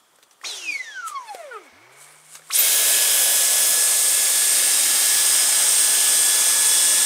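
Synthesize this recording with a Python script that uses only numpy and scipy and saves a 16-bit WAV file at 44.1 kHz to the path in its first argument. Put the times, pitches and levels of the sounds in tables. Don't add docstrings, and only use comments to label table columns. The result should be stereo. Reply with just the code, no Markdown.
import sys
import numpy as np
from scipy import signal
from scipy.fft import rfft, irfft, next_fast_len
from scipy.io import wavfile
from scipy.ndimage import uniform_filter1d, map_coordinates

SR = 44100
rng = np.random.default_rng(int(sys.argv[2]) if len(sys.argv) > 2 else 0)


def put_to_file(sound):
    columns = np.atleast_2d(sound).T
    safe = np.clip(columns, -1, 1)
    whole_steps = np.round(safe * 32767)
    wavfile.write(sys.argv[1], SR, whole_steps.astype(np.int16))


def decibels_to_gain(level_db):
    exponent = np.asarray(level_db, float) / 20
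    return 10 ** exponent


N = 310905

# [f/Hz, width/Hz, level/dB]
CASING = [(290.4, 33, -13.5), (446.6, 47, -6), (618, 43, -7.5), (690, 24, -4), (840, 47, 2),
          (1010, 30, -27), (1097.5, 45, 14), (1190, 20, 4), (1305, 40, 7), (1476, 44.5, -1.5),
          (1750, 120, -9), (2035, 57, 0), (2215, 68, 2), (2310, 51, -2), (2420, 53, 4.5), (2700, 39, -20),
          (3024, 60, -6), (3355, 300, 0), (3873, 170, 0)]
# [t/s, shaft f/Hz, cogging level/dB, blade level/dB]
RUN_UP = [(2.496, 60, -60, -80), (2.503, 141, -41.5, -48), (2.511, 290, -33, -36), (2.52, 391, -46, -39),
          (2.53, 512, -37, -31), (2.537, 687, -23, -30), (2.553, 1014, -50, -24), (2.56, 1105, -55, -19),
          (2.569, 1215, -62, -34), (2.58, 1353, -70, -29), (2.597, 1555, -80, -21)]
# [t/s, stator whistle as the nozzle seals/dB, shading of the motor by hands/dB,
# blade beam/dB, left-right/dB]
POSE = [(2.62, -40, 3, -27, -1.8), (2.84, -42, -2, -33, -1.6), (3.0, -37, 0, -43, -1),
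        (3.27, -46, -1, -35, -2.4), (3.46, -30, -1, -36, -2.3), (3.7, -36, -2, -30, -2.2),
        (3.8, -26.5, -6, -43, -2.1), (4.05, -26, -8, -37, -2.1), (4.31, -28, -8, -35, -2.5),
        (4.5, -26, -11, -48, -2.5), (5., -28, -8, -39, -2.5), (5.16, -26.5, -5, -31, -2.5),
        (5.5, -24, -1, -43, -2.9), (5.84, -23, 0, -35, -3), (6.35, -23.5, 0, -43, -2.9),
        (6.86, -23.5, 2, -46, -2.5), (7.05, -23, 2, -39, -2.5)]
# [f/Hz, side below mid/dB]
WIDE_RUN = [(60, -13), (130, -30), (290, -30), (640, -15.5), (1410, -22), (3100, -24), (6820, -27),
            (15000, -27)]
WIDE_QUIET = [(60, -10), (150, -25), (380, -12), (950, -11), (2380, -8.5), (5980, -15), (15000, -28)]
TOUCH_S, BACK_END_S = .4285, 2.49
PATCHY_DB = 1.6


def unit(x):
    return x / np.sqrt(np.mean(x ** 2) + 1e-20)


def along(points, hz):
    f, v = np.transpose(points)
    return np.interp(np.log(hz + 1), np.log(f + 1), v)


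def span(start_s, end_s):
    t = np.arange(N) / SR
    return uniform_filter1d(1. * (t > start_s) * (t <= end_s), size=200)


def curves(rows):
    s, *columns = np.transpose(rows)
    t = np.arange(N) / SR
    return [np.interp(t, s, column) for column in columns] + [span(s[0], s[-1])]


def wobble(rate):
    coarse = np.arange(0, N + 16, 16)
    knots = rng.standard_normal(int(N * rate / SR) + 4)
    return np.interp(np.arange(N), coarse, map_coordinates(knots, [coarse * rate / SR]))


def filtered(x, response):
    m = next_fast_len(N + SR // 2)
    return irfft(rfft(x, m) * response(np.fft.rfftfreq(m, 1 / SR)), m)[..., :N]


def resonances(modes, f):
    return sum(decibels_to_gain(db) * 1j * f * w / (c * c - f * f + 1j * f * w) for c, w, db in modes)


def tone(hz, db, unsteady_db, rate=18):
    phase = 2 * np.pi * (np.cumsum(hz) / SR + rng.random())
    return np.sqrt(2) * decibels_to_gain(db + unsteady_db * wobble(rate)) * np.sin(phase)


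def rush(gain, patchy_db, wide, streak_db=0.):
    z = signal.stft(rng.standard_normal((2, N)), nperseg=512)[2]
    a, b = rng.standard_normal((2, *z.shape[1:]))
    patches = uniform_filter1d(uniform_filter1d(a, size=8, axis=0), size=6, axis=1)
    streaks = uniform_filter1d(b, size=130, axis=1)
    uneven = z * decibels_to_gain(patchy_db * unit(patches) + streak_db * unit(streaks))
    pair = signal.istft(uneven, nperseg=512)[1][:, :N]
    mid, side = filtered(pair, lambda hz: gain(hz) * [np.ones_like(hz), decibels_to_gain(along(wide, hz))])
    return unit(np.array([mid + side, mid - side]))


def shaft():
    # [t/s, shaft f/Hz]
    governor = [(2.6, 1699), (3.45, 1699.2), (3.75, 1703), (4.35, 1702.5), (5.4, 1703.9), (7.05, 1704.2)]
    settle_s = .075
    t = np.arange(N) / SR
    end_s, end_hz, *_ = RUN_UP[-1]
    goal = curves(governor)[0]
    settling = goal - (goal - end_hz) * np.exp(-np.maximum(t - end_s, 0) / settle_s)
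    return np.where(t < end_s, curves(RUN_UP)[0], settling)


def impeller():
    # [t/s, second, third, seventh multiple level/dB]
    facing = [(2.75, -50, -41, -48), (3.05, -35, -34, -49), (3.35, -36, -42, -43), (3.65, -39, -34, -41),
              (3.95, -50, -41, -44), (4.25, -39, -41, -48), (4.55, -47, -42, -44), (4.85, -49, -40, -45),
              (5.15, -44, -37, -43), (5.45, -43, -31, -52), (5.75, -39, -35, -52), (6.05, -37, -35, -53),
              (6.35, -35, -35, -53), (6.65, -34, -34, -50), (7.05, -35, -36, -56)]
    # [multiple of the shaft speed, level/dB]
    minor = [(4, -40.5), (6, -50.5)]
    hz = shaft() * (1 + .00005 * wobble(25))
    on = span(RUN_UP[0][0], N / SR)
    whistle_db, shade_db, *_ = curves(POSE)
    second_db, third_db, seventh_db, _ = curves(facing)
    slow_db = np.minimum(hz - 1690, 0) / 14
    levels = {1: -37 + .2 * shade_db, 2: second_db, 3: third_db, 5: whistle_db - .7, 7: seventh_db}
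    levels = {k: db + slow_db for k, db in levels.items()}
    main = sum(tone(k * hz, db, 1.2, rate=10) for k, db in levels.items())
    main = main + unit(wobble(800)) * tone(5 * hz, levels[5] - 3.5, 2, rate=40)
    for k in (2, 3):
        main = main + unit(wobble(500)) * tone(k * hz, levels[k] - 9, 2, rate=30)

    blade_db, _ = curves([row[::3] for row in RUN_UP + POSE])
    blades = tone(9 * hz, blade_db + 1, 2 + 2.5 * (hz < 1620), rate=150)
    settled = np.clip(hz / 1700, 0, 1) ** 12
    weak = settled * sum(tone(round(k) * hz, db, 2.335) for k, db in minor)

    cogging_db, poles = curves(RUN_UP)[1], 8
    cogging = tone(poles * hz, cogging_db, 3.2, rate=250)
    start = on * (cogging + tone(2 * poles * hz, cogging_db - 6, 4, rate=250))
    shell = CASING + [(4100, 300, -4), (5380, 350, -3)]
    start = .3 * start + filtered(start, lambda f: resonances(shell, f))
    return start + on * (main + blades + weak)


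def roar():
    # [f/Hz, level per Hz/dB]
    air_color = [(15, -81), (25, -40.5), (136, -39.5), (290, -20), (1000, -14.5), (1540, -12),
                 (1670, -11.5), (1910, -14), (3370, -10.5), (4410, -11), (5050, -8.5), (7770, -3.5),
                 (8650, 1), (9640, 0), (15600, -4)]
    # [f/Hz, width/Hz, level over the rush/dB]
    throat = [(643.5, 300, -6), (860.6, 38, -6.5), (1185, 23, -6.5), (1426, 20, -33), (2160, 270, -2.5),
              (2523, 26.7, -23), (3056, 1300, -3), (3790, 160, -5), (5020, 130, -9.5), (8540, 1300, -33.5)]
    # [t/s, hollow intake level/dB, duct level/dB, vent level/dB]
    nozzle = [(2.6, -5, 2, -6), (3.05, 0, 1, -6), (3.4, -3, 1, -4), (3.65, -8, -.5, -3),
              (3.95, -5, -1.5, -9), (4.25, -9, -1, -14), (4.55, -4, .5, -12), (4.9, -8, 1.5, -11),
              (5.2, -18, 1, -12), (5.6, -24, 0, -24), (6.2, -24, -.5, -24), (7.05, -24, 0, -20)]
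    hollow, vent = (560, 420, 0), (11000, 1800, 0)  # (Hz, width Hz, dB)
    sealed_db, flowing_hz = -28, 900
    pressed_s, pressing_s = 3.2, .08
    hz, t = shaft(), np.arange(N) / SR
    on = span(RUN_UP[0][0] - .006, N / SR)
    leak_db = sealed_db - uniform_filter1d(curves(POSE)[0], size=SR // 8)
    flow_db = 40 * np.log10(np.clip(hz / flowing_hz, .2, 1))
    lag_db = 20 * np.log10(np.clip(hz / hz.max(), .4, 1))
    rush_db = -21.3 - .06 * leak_db + flow_db
    rumble_db = -16.2 + .08 * leak_db + lag_db - .6 * flow_db
    duct_db = -9.5 + 2.6 / (1 + np.exp((t - pressed_s) / pressing_s))
    hiss_db = -7.6 + .45 * leak_db + lag_db

    def color(f):
        return decibels_to_gain(along(air_color, f)) * np.abs(1 + resonances(throat, f))

    air = rush(color, 0.52, WIDE_RUN, streak_db=1.7)
    below = [filtered(air, lambda f: 1 / (1 + (f / edge_hz) ** 6)) for edge_hz in (1700, 4700, 9300)]
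    hollow_air, vent_air = [filtered(air, lambda f: resonances([mode], f) ** 2) for mode in (hollow, vent)]
    hollow_db, gap_db, vent_db, _ = curves(nozzle)
    layers = [
        (rumble_db + .5, below[0]),
        (duct_db + gap_db + .6 * lag_db, below[1] - below[0]),
        (.3, below[2] - below[1]),
        (hiss_db + .1, air - below[2]),
        (rumble_db + hollow_db - 8.5, hollow_air),
        (hiss_db + vent_db - 7, vent_air)]
    gust_db = 0.19 * wobble(11) + 0.3 * wobble(400)
    return on * decibels_to_gain(rush_db + gust_db) * sum(decibels_to_gain(db) * unit(layer) for db, layer in layers)


def leaning(x):
    # [t/s, bin, motor, exhaust left-right/dB]
    sides = [(2.6, -1.0, 0.0, -0.5), (2.64, -2.0, -0.5, 0.0), (3.37, -1.5, -0.5, -1.5),
             (3.43, -1.5, -1.5, -2.5), (3.74, -1.5, -1.0, -1.0), (4.17, -0.5, -2.5, -2.0),
             (4.27, -1.5, -2.0, -2.5), (5.07, -2.0, -1.5, -2.0), (5.28, -2.0, -1.0, -0.5),
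             (5.33, -1.5, -1.0, -2.0), (5.93, -2.5, -2.5, -2.5), (6.48, -2.5, -1.5, -1.5),
             (6.58, -1.5, -1.5, 0.0), (6.85, -3.0, -1.5, -0.5), (7.05, -2.5, -1.0, 0.0)]
    edges_hz = 900, 2500, 6500, 9500
    above = [filtered(x, lambda f: 1 / (1 + (edge_hz / (f + 1)) ** 8)) for edge_hz in edges_hz] + [0]
    sides_db = [.35 * curves(POSE)[3]] + [1.12 * db for db in curves(sides)[:3]]
    bands = [low - high for low, high in zip(above, above[1:])]
    return sum(np.tanh(db * np.log(10) / 40) * band for db, band in zip(sides_db, bands))


def brush():
    # [t/s, f/Hz, level/dB, extra on the second multiple/dB]
    load = [(2.6, 60, -31.5, 0), (2.78, 72, -14, 4), (2.85, 72.5, -6, 8), (2.91, 69, -14, 4),
            (2.98, 66, -6, 8), (3.05, 78, -10, -4), (3.12, 85, -3, -6), (3.22, 89, -2, -6),
            (3.37, 97, -3, -8), (3.46, 96, -12, -4), (3.6, 92.5, -3, -8), (3.8, 91.5, -4, -4),
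            (3.92, 94, -9, 0), (4.1, 98.5, -4, -1), (4.3, 99.5, -2, -8), (4.42, 99.6, 0, 0),
            (4.9, 101, 4.5, 0), (5.3, 99.44, 1.5, 0), (5.8, 100.5, 1.5, 0), (7.05, 100, 4.5, 0)]
    # [multiple of the brush speed, level/dB]
    hum = [(1, -83), (2, -63), (3, -58), (4, -60), (5, -60.5), (18, -49.5)]
    hz, load_db, second_db, on = curves(load)
    return on * sum(tone(round(k) * hz, load_db + db + second_db * (round(k) == 2), 1.2) for k, db in hum)


def coasting():
    kick_hz_per_s = 134500
    drag_hz, drag_per_s, rest_s, bearing_hz = 1684.4, .819, 1.8843, 31.5
    t = np.arange(N) / SR
    braking = drag_hz * np.tan(np.clip(drag_per_s * (rest_s - t), 0, 1.3)) - bearing_hz
    return np.clip(np.minimum(kick_hz_per_s * (t - TOUCH_S), braking), 1, None)


def blip():
    # [t/s, drive level/dB]
    drive = [(.43, -50), (.446, -28), (.46, -36), (.56, -37), (.63, -25), (1.04, -31.5), (1.13, -40),
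             (1.52, -31), (1.7, -52)]
    # [t/s, length/s, share]
    nulls = [(.487, .006, .7), (.556, .006, .7), (.576, .005, .7), (.606, .005, .7), (.652, .004, .6),
             (.713, .004, .85), (.735, .004, .85), (.775, .008, .5), (.832, .008, .6), (.932, .006, .6),
             (1.02, .004, .8), (1.11, .004, .7), (1.197, .004, .7), (1.232, .005, .7), (1.338, .004, .6),
             (1.43, .006, .5)]
    # [t/s, length/s, strongest multiple, level/dB, loss beside it/dB]
    rattles = [
        (.71, .045, 2.4, -35, 6),
        (.87, .15, 2, -50, 9),
        (1.165, .015, 3, -47, 0),
        (1.288, .013, 4, -49, 2),
        (1.43, .055, 2.8, -49, 11),
        (1.522, .011, 3, -38, 14),
        (1.558, .026, 3, -36, 14),
    ]
    hz, t = coasting(), np.arange(N) / SR
    drive_db, on = curves(drive)
    cogging = on * tone(hz, drive_db, .8 + 1.2 * (hz > 2700), rate=90)
    cogging = filtered(cogging, lambda f: resonances(CASING, f))
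    for s, length, share in nulls:
        cogging = cogging * (1 - min(share, 1) * np.exp(-((t - s) / length) ** 2))
    kick = span(TOUCH_S + .012, TOUCH_S + .032) * tone(hz, -44, 3, rate=300)

    overtones = 0
    shapes = [np.exp(-((t - s) / length) ** 4) for s, length, *_ in rattles]
    for k in np.arange(8) + 2:
        strength = decibels_to_gain(-63 - 6 * (k - 2))
        for shape, (*_, top, db, loss_db) in zip(shapes, rattles):
            strength = strength + decibels_to_gain(db - loss_db * np.sqrt(abs(k - top))) * shape
        dulled = strength / (1 + (k * hz / 5000) ** 9)
        overtones = overtones + dulled * tone(k * hz, 0, 1.5 + .45 * k, rate=70)

    blades = tone(hz * 9 / 8, -70 + 57 * np.log10(hz / 1000), 3, rate=100)
    shaking = tone(hz / 8, -57 - 60 * (hz < 2280), 1.5)
    turn_s, top_hz, rise_s, heard_s = 1.618, 159, .17, 1.725
    back_hz = top_hz * (1 - np.exp(-np.maximum(t - turn_s, 0) / rise_s))
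    third = tone(3 * back_hz, -61 - 31 * np.maximum(t - heard_s, 0), 2.5)
    back = span(heard_s, BACK_END_S) * (tone(back_hz, -67.5, 0.633) + third)
    spinning = span(TOUCH_S + .03, drive[-1][0]) * (overtones + blades)
    return cogging + kick + spinning + on * shaking + back


def blip_air():
    # [f/Hz, level per Hz/dB]
    jet_color = [(88, -68), (150, -38.5), (388, -14), (481, -14.5), (812, -11.5), (1800, -15.5),
                 (3040, -9.5), (4390, -10), (6470, -5), (15500, -65)]
    draught_color = [(88, -57), (150, -34.5), (373, -5.5), (574, -3), (735, -1), (1890, -3.5), (2200, -0.5),
                     (2610, -10), (6000, -17), (7800, -61), (13200, -120)]
    # [t/s, level/dB]
    backflow = [(.44, -80), (.75, -68), (.85, -58), (1.3, -50), (2.12, -52), (2.22, -57), (2.5, -58)]
    least_hz, attack_s = 500, .018
    hz, t = coasting(), np.arange(N) / SR
    fast = np.where(t < TOUCH_S + .03, 1, np.hypot(hz, least_hz) / hz.max())
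    jet_db = -33 + 40 * np.log10(fast) - 40 * np.clip(1 - (t - TOUCH_S) / attack_s, 0, 2)

    def jet_gain(f):
        return decibels_to_gain(along(jet_color, f)) * np.abs(1 + resonances([(5800, 160, -2)], f))

    def draught_gain(f):
        return decibels_to_gain(along(draught_color, f)) * np.abs(1 + resonances([(2230, 87, 1.5)], f))

    jet = span(TOUCH_S - .005, BACK_END_S) * decibels_to_gain(jet_db) * rush(jet_gain, PATCHY_DB, WIDE_RUN)
    draught_db, on = curves(backflow)
    return jet + on * decibels_to_gain(draught_db) * rush(draught_gain, 0.94, WIDE_QUIET)


def sliding():
    # [t/s, level/dB, time to rise 20 dB/s, time to fall 20 dB/s]
    swishes = [(0., -57.5, .01, .01), (.16, -57, .013, .015), (.23, -54, .01, .02), (.33, -56, .045, .02),
               (.47, -40, .05, .4), (.72, -46, .15, .25), (1.08, -33, .025, .043), (1.34, -49.5, .23, .27),
               (1.54, -56, .1, .12), (1.66, -57, .1, .05), (1.93, -55, .035, .07), (2.01, -47.5, .09, .44),
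               (2.26, -51, .1, .13), (2.355, -41.5, .13, .07), (2.5, -48.5, .18, .01)]
    # [f/Hz, level per Hz/dB]
    cloth = [(590, -33), (1000, -7.5), (1600, -4), (1740, -8.5), (4360, -7), (4950, -9.5), (5750, -7),
             (8700, 2.5), (15600, -19.5)]
    t = np.arange(3 * SR) / SR
    loudest_db = np.full(len(t), -71.)
    for s, db, rise, fall in swishes:
        ago = t - s
        loudest_db = np.maximum(loudest_db, db - 20 * np.where(ago < 0, -ago / rise, ago / fall))
    level = np.pad(decibels_to_gain(loudest_db), (0, N - len(t)))
    grain = decibels_to_gain(1.6 * wobble(600))
    return level * decibels_to_gain(1.5) * unit(grain * rush(lambda f: decibels_to_gain(along(cloth, f)), PATCHY_DB, WIDE_QUIET))


def tapping():
    # [t/s, peak level/dB, ring f/Hz, thud level/dB, crack level/dB]
    taps = [(0.157, -51, 8720, -16, -4), (0.186, -44.5, 1540, 0, -4), (0.2279, -40.5, 3650, -25, -0.5),
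            (0.2346, -39.5, 6030, -22, -5), (0.3107, -37, 5950, -21, -9), (0.3294, -50.5, 1270, -21, -7.5),
            (0.414, -30.5, 1840, -17, -14), (0.4276, -42, 9000, -35, -2), (0.444, -24, 2445, -15, -12),
            (1.3473, -23.5, 560, 1, -6.5), (2.353, -26.5, 6500, -30, -2), (2.3944, -38, 1390, -1, -6),
            (2.4197, -36, 1733, -11, -10)]
    bumps = [
        (.768, -40, 900, 2, -14),
        (1.105, -46, 900, 2, -16),
        (1.02, -50, 3000, -20, -4),
    ]
    out, t = np.zeros(N + SR), np.arange(SR // 20) / SR
    for s, peak_db, hz, thud_db, crack_db in taps + bumps:
        crack = decibels_to_gain(crack_db - 60 * t / 0.038) * rng.standard_normal(len(t))
        ring = 0.59 * decibels_to_gain(-60 * t / 0.019) * np.sin(2 * np.pi * hz * t)
        thud = decibels_to_gain(thud_db - 60 * t / 0.023) * np.sin(2 * np.pi * 520 * t) * (1 - np.exp(-t / 0.00061))
        out[round(s * SR):][:len(t)] += decibels_to_gain(peak_db) * (crack + ring + thud)

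    def small_parts(f):
        return (1j * f / 330 / (1 + 1j * f / 330)) ** 2 / (1 + 1j * f / 9000) ** 2

    return filtered(out[:N], small_parts)


def echo(x):
    # [f/Hz, t/s]
    decay = [(200, 0.24), (2000, 0.19), (10000, 0.107)]
    hz, t, z = signal.stft(rng.standard_normal((2, SR // 2)), SR, nperseg=256)
    fading = (hz > 300)[:, None] * decibels_to_gain(-60 * t / along(decay, hz)[:, None])
    tail = signal.istft(z * fading, SR, nperseg=256)[1]
    delayed = np.pad(x, (250, 0))[None]
    return signal.fftconvolve(delayed, tail / np.linalg.norm(tail[0]), axes=1)[:, :N]


def quiet_room():
    # [f/Hz, level per Hz/dB]
    hush = [(15, -63), (25, -33), (306, -10.5), (511, -9.5), (1150, -5.5), (1280, -6), (1500, -10),
            (2720, -16), (3370, -9), (3860, -17), (8890, -17.5), (13300, -23), (15600, -22.5)]
    return decibels_to_gain(-59.5) * rush(lambda f: decibels_to_gain(along(hush, f)), PATCHY_DB, WIDE_QUIET)


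def scene():
    motors = impeller() + brush()
    running = motors + roar()
    early = blip() + tapping()
    lean = leaning(running.mean(axis=0))
    near = early * decibels_to_gain([[-.55], [.55]]) + running + lean * [[1], [-1]]
    echoes = decibels_to_gain(-10.5) * echo(early) + decibels_to_gain(-24) * echo(motors)
    return near + echoes + sliding() + blip_air() + quiet_room()


def band_limit(x):
    return signal.sosfilt(signal.butter(12, 15800, fs=SR, output="sos"), x)


def record(dry):
    ceiling, top_hz = .85, 15730
    rounded = dry / (1 + np.abs(dry / ceiling) ** 4) ** .25
    mix = filtered(rounded, lambda f: 1 / (1 + (f / top_hz) ** 400))
    return band_limit(mix)


dry = scene()
out = record(dry)
put_to_file(out)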